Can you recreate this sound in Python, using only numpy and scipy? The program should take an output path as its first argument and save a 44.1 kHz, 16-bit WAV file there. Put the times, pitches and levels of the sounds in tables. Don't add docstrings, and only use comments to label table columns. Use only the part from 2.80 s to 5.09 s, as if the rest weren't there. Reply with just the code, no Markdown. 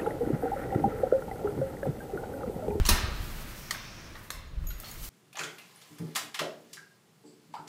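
import sys
import numpy as np
from scipy import signal
from scipy.fft import rfft, irfft
from scipy.io import wavfile
from scipy.ndimage import uniform_filter1d

SR = 44100
rng = np.random.default_rng(int(sys.argv[2]) if len(sys.argv) > 2 else 0)


def volts_from_db(level):
    exponent = np.asarray(level, float) / 20
    return 10 ** exponent


def materialize(psi):
    bounded = np.clip(np.atleast_2d(psi).T, -1, 1)
    quanta = np.round(bounded * 32767).astype(np.int16)
    wavfile.write(sys.argv[1], SR, quanta)


N = 101033


def level(x, rms_db):
    return x * volts_from_db(rms_db) / np.sqrt(np.mean(x ** 2))


def colour(x, points):
    p = np.array(points, float)
    hz = np.arange(len(x) // 2 + 1) * SR / len(x) + 1
    gain_db = np.interp(np.log(hz), np.log(p[:, 0]), p[:, 1])
    return irfft(rfft(x) * volts_from_db(gain_db), len(x))


def noise(points):
    return level(colour(rng.standard_normal(N + 1), points)[:N], 0)


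def curve(rows):
    return np.interp(np.arange(N) / SR, [r[0] for r in rows], [r[1] for r in rows])


def walk(rate_hz):
    hold = int(SR / rate_hz)
    steps = np.repeat(rng.standard_normal(N // hold + 1), hold)[:N]
    return uniform_filter1d(uniform_filter1d(steps, hold), hold)


def resonate(x, hz, width_hz):
    hz = min(hz, 0.45 * SR)
    return signal.lfilter(*signal.iirpeak(hz, hz / max(width_hz, 20), fs=SR), x)


def resonate_twice(x, hz, width_hz):
    return resonate(resonate(x, hz, width_hz), hz, width_hz)


def hits(rows, body, broad_db, wet_db, low_hz, top_hz, blow_db=-27.0):
    out = np.zeros((2, N + SR))
    t = np.arange(SR // 4) / SR
    band = signal.butter(2, [low_hz, top_hz], "bandpass", fs=SR, output="sos")
    for start_s, level_db, decay_s, pitch in rows:
        push = rng.standard_normal(len(t)) * volts_from_db(-60 * t / decay_s) * np.minimum(t / 0.0015, 1)
        push[8] += volts_from_db(blow_db) * np.sqrt(np.sum(push ** 2))
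        crack = signal.sosfilt(band, push)
        ring = volts_from_db(broad_db) * crack
        for hz, width_hz, db in body:
            ring = ring + volts_from_db(db) * resonate_twice(push, hz * pitch, width_hz * pitch * 1.5)
        send = crack + 0.05 * ring
        send = volts_from_db(wet_db) * send * ring.std() / send.std()
        i = int(start_s * SR)
        out[:, i:i + len(t)] += np.array([ring, send]) * volts_from_db(level_db) / np.abs(ring).max()
    return out[:, :N]


# start_s, level_db, decay_s, pitch_factor
SCRAPES = [
    (.051, -20.5, 0.052, 0.93),
    (.062, -18.5, 0.034, 1.4),
    (.069, -25.5, 0.056, 1.05),
    (.086, -17, 0.26, 0.89),
]
# pitch_hz, width_hz, level_db
SCRAPE_BODY = [(1026, 500, -6), (3060, 380, -2), (4490, 500, -3), (6540, 700, -13), (7300, 1300, -8.5),
               (11700, 8000, -21)]


def bolt_scrapes():
    return hits(SCRAPES, SCRAPE_BODY, broad_db=-48, wet_db=1, low_hz=500, top_hz=10500)


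# start_s, level_db, decay_s, pitch_factor
SNAPS = [
    (.0896, -5, .018, 1.0),
    (.0935, -11, .05, .97),
    (.098, -13, .08, .93),
]
# pitch_hz, width_hz, level_db
SNAP_BODY = [(286, 180, 13), (590, 480, 8.5), (1020, 270, 11.5), (1570, 440, 3.7), (2230, 1100, 2.5),
             (3520, 1300, 3.7), (4120, 760, 6.4), (5150, 660, 10.6), (11000, 530, 13), (14000, 3900, 6.1)]


def bolt_snaps():
    return hits(SNAPS, SNAP_BODY, broad_db=1, wet_db=0.42, low_hz=150, top_hz=8200, blow_db=-5.0)


# start_s, level_db, decay_s, pitch_factor
RETURNS = [
    (.9078, -21, .009, 1.0),
    (.9092, -15, .019, 1.0),
    (.9125, -22, .05, 1.0),
]
# pitch_hz, width_hz, level_db
RETURN_BODY = [(293, 78, -10), (1260, 180, 3), (1900, 230, 10), (3160, 230, 3), (4180, 980, -2.5),
               (5560, 330, -6), (6730, 310, 4), (8090, 230, 2), (12000, 1200, -9)]


def knob_returns():
    return hits(RETURNS, RETURN_BODY, broad_db=-7.5, wet_db=-2.1, low_hz=580, top_hz=7200, blow_db=-1.0)


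# start_s, level_db, decay_s, pitch_factor
SETTLES = [
    (.9415, -37, .03, 1.35),
    (.947, -32, .03, .95),
    (.958, -39, .1, 1.0),
]
# pitch_hz, width_hz, level_db
SETTLE_BODY = [(1350, 110, 3), (1820, 440, 0), (2450, 200, -5), (3580, 240, -8)]


def knob_settles():
    return hits(SETTLES, SETTLE_BODY, broad_db=-30, wet_db=-3.5, low_hz=1320, top_hz=1900, blow_db=-5.0)


# start_s, level_db, decay_s, pitch_factor
TAPS = [
    (1.5038, -21, 0.0085, 0.98),
    (1.5052, -25.5, 0.0034, 0.98),
    (1.5075, -28, 0.29, 1.0),
]
# pitch_hz, width_hz, level_db
TAP_BODY = [(750, 220, -5), (1580, 470, 11), (2350, 1700, 0.5), (3400, 500, 4), (3950, 530, 5),
            (6300, 970, 5), (8750, 400, 1), (9600, 450, -2)]


def latch_taps():
    return hits(TAPS, TAP_BODY, broad_db=-5, wet_db=-0.6, low_hz=600, top_hz=9800, blow_db=-4.0)


# start_s, level_db, tick_db, tilt (steps of 3.9 dB per octave), ring_length_factor
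CHINKS = [
    (1.506, -52, -70, 7, .7),
    (1.672, -58, -80, -3, .5),
    (1.870, -35, -46, 1, .9),
    (1.888, -41, -54, .5, 1.0),
    (1.905, -41, -55, 0, 1.2),
    (1.982, -46, -66, 0, .5),
    (2.000, -47, -32, 3, .3),
    (2.008, -46, -42, 0, .3),
    (2.028, -51, -52, 3, .4),
    (2.113, -34, -34, -4, 0.1),
]
# level_db, t60_s; then pitch_hz of each
KEYS = [(-13, .5), (-13, .08), (-14, .45), (-2, .1), (-12, .05), (-8, .06), (-18, .45), (-27, .1)]
KEY_HZ = [6720, 6790, 11740, 11800, 12200, 13600, 13660, 15320]


def keys():
    out = np.zeros(N + SR)
    t = np.arange(SR // 2) / SR
    ends_s = [row[0] for row in CHINKS[1:]] + [N / SR]
    for (start_s, level_db, tick_db, tilt_db, length), end_s in zip(CHINKS, ends_s):
        ring = 0
        for hz, (mode_db, t60_s), phase in zip(KEY_HZ, KEYS, rng.random(len(KEYS))):
            tilted_db = level_db + mode_db + tilt_db * np.log2(hz / 10200.0) * 3.9
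            waver_db = 3 * walk(96)[:len(t)]
            decay_db = -60 * t / t60_s / length
            ring = ring + volts_from_db(tilted_db + decay_db + waver_db) * np.sin(2 * np.pi * (hz * t + phase))
        damping = volts_from_db(-900 * np.maximum(t + start_s - end_s, 0))
        tick = volts_from_db(tick_db - 60 * t / 0.034) * resonate(rng.standard_normal(len(t)), 16000, 7800)
        out[int(start_s * SR):][:len(t)] += ring * np.minimum(t / 0.0002, 1) * damping + tick
    return out[:N]


# level_db, t60_s
HOOK = (-48, .28)


def coat_hook():
    out = np.zeros(N + SR)
    t = np.arange(SR // 2) / SR
    level_db, t60_s = HOOK
    start_s, pitch_hz, rise_s = 1.512, 5286, 0.013
    ring = volts_from_db(level_db - 60 * t / t60_s) * np.sin(2 * np.pi * pitch_hz * t)
    out[int(start_s * SR):][:len(t)] += ring * np.minimum(t / rise_s, 1)
    return out[:N]


# start_s, level_db, decay_s, pitch_factor
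CLACKS = [
    (1.904, -37, .06, 1.0),
    (1.913, -41, .06, 1.0),
]
# pitch_hz, width_hz, level_db
CLACK_BODY = [(1440, 120, 4), (2200, 100, -1), (2820, 50, 6.5), (3180, 90, 3), (4000, 330, -2),
              (4730, 160, -15)]


def hanger_clacks():
    return hits(CLACKS, CLACK_BODY, broad_db=-12, wet_db=0.46, low_hz=1400, top_hz=6200, blow_db=-3.5)


# start_s, level_db, decay_s, pitch_factor
RATTLES = [
    (2.043, -39, .08, 1.0),
    (2.057, -41, .08, 1.0),
    (2.071, -41, .08, 1.0),
    (2.085, -43, .15, 1.0),
]
# pitch_hz, width_hz, level_db
RATTLE_BODY = [(3410, 420, 1), (4400, 220, 10), (5230, 960, 0.5), (6500, 670, -10)]


def hanger_rattles():
    return hits(RATTLES, RATTLE_BODY, broad_db=-26, wet_db=0.5, low_hz=3400, top_hz=6600, blow_db=-6.0)


# start_s, level_db, decay_s, pitch_factor
KNOCKS = [
    (0.0, -42, 0.062, 0.43),
    (1.354, -35.5, 0.098, 1.0),
    (1.84, -46.5, 0.033, 0.29),
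    (2.034, -39, 0.097, 0.7),
    (2.062, -40, .05, 0.99),
    (2.088, -46.5, 0.058, 0.63),
]
# pitch_hz, width_hz, level_db
KNOCK_BODY = [(876, 97, 3), (1150, 120, 2.5), (1900, 250, 3.5), (3700, 900, -5.5)]


def coat_knocks():
    return hits(KNOCKS, KNOCK_BODY, broad_db=-18, wet_db=0.91, low_hz=610, top_hz=2360, blow_db=-2.5)


# start_s, end_s, level_db
BRUSH = (0.69, 1.41, -53)
# pitch_hz, width_hz, level_db
BRUSH_BODY = [(2400, 520, -0.3), (5500, 1500, -0.24)]


def hinge_swish():
    start_s, end_s, level_db = BRUSH
    phase = np.clip((np.arange(N) / SR - start_s) / (end_s - start_s), 0, 1)
    swell = np.sin(np.pi * phase) ** 0.69
    friction = 0
    for hz, width_hz, db in BRUSH_BODY:
        friction = friction + volts_from_db(db) * resonate_twice(rng.standard_normal(N), hz, width_hz)
    return swell * level(friction, level_db)


# start_s, level_db
RUSTLE = [(.3, -63.5), (.45, -49), (.6, -50.5), (.9, -51.5), (1.05, -64), (1.33, -70), (1.4, -58),
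          (1.47, -60), (1.5, -64), (1.7, -96), (1.86, -60), (1.99, -63), (2.02, -50), (2.12, -53.5),
          (2.2, -44.5), (2.27, -41)]
# pitch_hz, level_db
CLOTH_BRIGHT = [(1500, -8), (4000, -3.5), (6500, -2.5), (10300, -4), (13500, 0.5), (16000, -4)]


def cloth():
    return volts_from_db(curve(RUSTLE) + 2.8 * walk(39.86)) * noise(CLOTH_BRIGHT)


# start_s, level_db
DRAUGHT = [(0, -19), (.04, -28), (.14, -21.5), (.18, -36), (.32, -36), (.55, -38), (.9, -51.5),
           (1.27, -51.5), (1.33, -46), (1.5, -62), (1.56, -41.5), (1.69, -46), (1.79, -30), (1.9, -33),
           (1.98, -41), (2.08, -59), (2.2, -37), (2.29, -44.5)]
# pitch_hz, level_db
DRAUGHT_COLOUR = [(12, -18), (25, 4), (40, -1.5), (70, -4.5), (100, -21.5), (160, -17), (260, -65),
                  (400, -90)]


def draught():
    gust = noise(DRAUGHT_COLOUR)
    strength = np.sqrt(np.abs(uniform_filter1d(gust ** 2, size=3000)))
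    return volts_from_db(curve(DRAUGHT)) * gust / (0.097 + strength)


# start_s (centre), pitch_hz, level_db, length_s
PUFFS = [(0.015, 69.3, -19, 0.031), (0.061, 44.7, -32, 0.023), (0.125, 77.4, -21.5, 0.043),
         (0.197, 61, -33, 0.028), (0.244, 86, -23.5, 0.021), (0.293, 76, -29, 0.026),
         (0.323, 50, -24.5, 0.023), (.408, 65, -25.5, 0.014), (0.539, 44.4, -32, .04)]


def puffs():
    t = np.arange(N) / SR
    out = np.zeros(N)
    for centre_s, pitch_hz, level_db, length_s in PUFFS:
        bell = np.exp(-0.5 * (3.34 * (t - centre_s) / length_s) ** 2)
        out += volts_from_db(level_db) * bell * np.sin(2 * np.pi * pitch_hz * (centre_s - t))
    return out


# pitch_hz, t60_s, level_db
HALL = [(150, 0.48, 7.5), (383, 1.56, -3.5), (1030, 0.93, 1), (1990, 0.74, 1), (4200, 0.99, -3.5),
        (6500, 0.27, -3.5), (11000, 0.31, -1.5), (16000, 0.26, 8)]


def hall(x):
    hall_db, rise_s = -15.5, 0.00057
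    t = np.arange(N) / SR
    h = np.array(HALL, float)
    tail = 0
    for hz in 125 * 2 ** np.arange(0, 7.1, 0.5):
        t60_s = np.interp(np.log(hz), np.log(h[:, 0]), h[:, 1])
        db = np.interp(np.log(hz), np.log(h[:, 0]), h[:, 2])
        tail = tail + volts_from_db(db - 60 * t / t60_s) * resonate_twice(rng.standard_normal(N), hz, hz / 2)
    tail = tail * (1 - np.exp(-t / rise_s)) / 10
    return volts_from_db(hall_db) * signal.fftconvolve(x, tail)[:N]


# start_s, level_db
SWISH = [(0, -46.5), (.6, -47.5), (1.0, -52.5), (1.3, -52), (1.48, -57.5), (1.8, -59.5), (2.0, -55.5),
         (2.29, -55.5)]
# pitch_hz, level_db
MURMUR_COLOUR = [(300, -42), (600, -2), (1300, 3), (2400, -1), (4300, -6.5), (5600, -11), (7200, -13.5),
                 (16000, -19.5)]


def murmur():
    return volts_from_db(curve(SWISH) + 0.81 * walk(12.5)) * noise(MURMUR_COLOUR)


# pitch_hz, level_db
AIR = [(53, -47), (90, 2.5), (237, -4), (276, -7.5), (344, -6), (388, -11), (600, -11), (780, -22.5),
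       (1320, -120)]


def still_air():
    return level(noise(AIR), -50.5) * volts_from_db(0.69 * (curve(SWISH) + 52.5))


def scene():
    near, send = (bolt_scrapes() + bolt_snaps() + knob_returns() + knob_settles() + latch_taps()
                  + hanger_clacks() + hanger_rattles() + coat_knocks())
    metal = keys() + coat_hook()
    clicks = near + metal + hall(send + volts_from_db(-21) * metal)
    mix = clicks + hinge_swish() + cloth() + draught() + puffs() + murmur() + still_air()
    return mix[None]


def roll_off(x):
    return signal.sosfilt(signal.butter(12, 16500, fs=SR, output="sos"), x)


def record(dry):
    low_pass = signal.ellip(12, 0.2, 55, 15750, fs=SR, output="sos")
    mix = signal.sosfilt(low_pass, dry)
    return roll_off(mix)


dry = scene()
out = record(dry)
materialize(out)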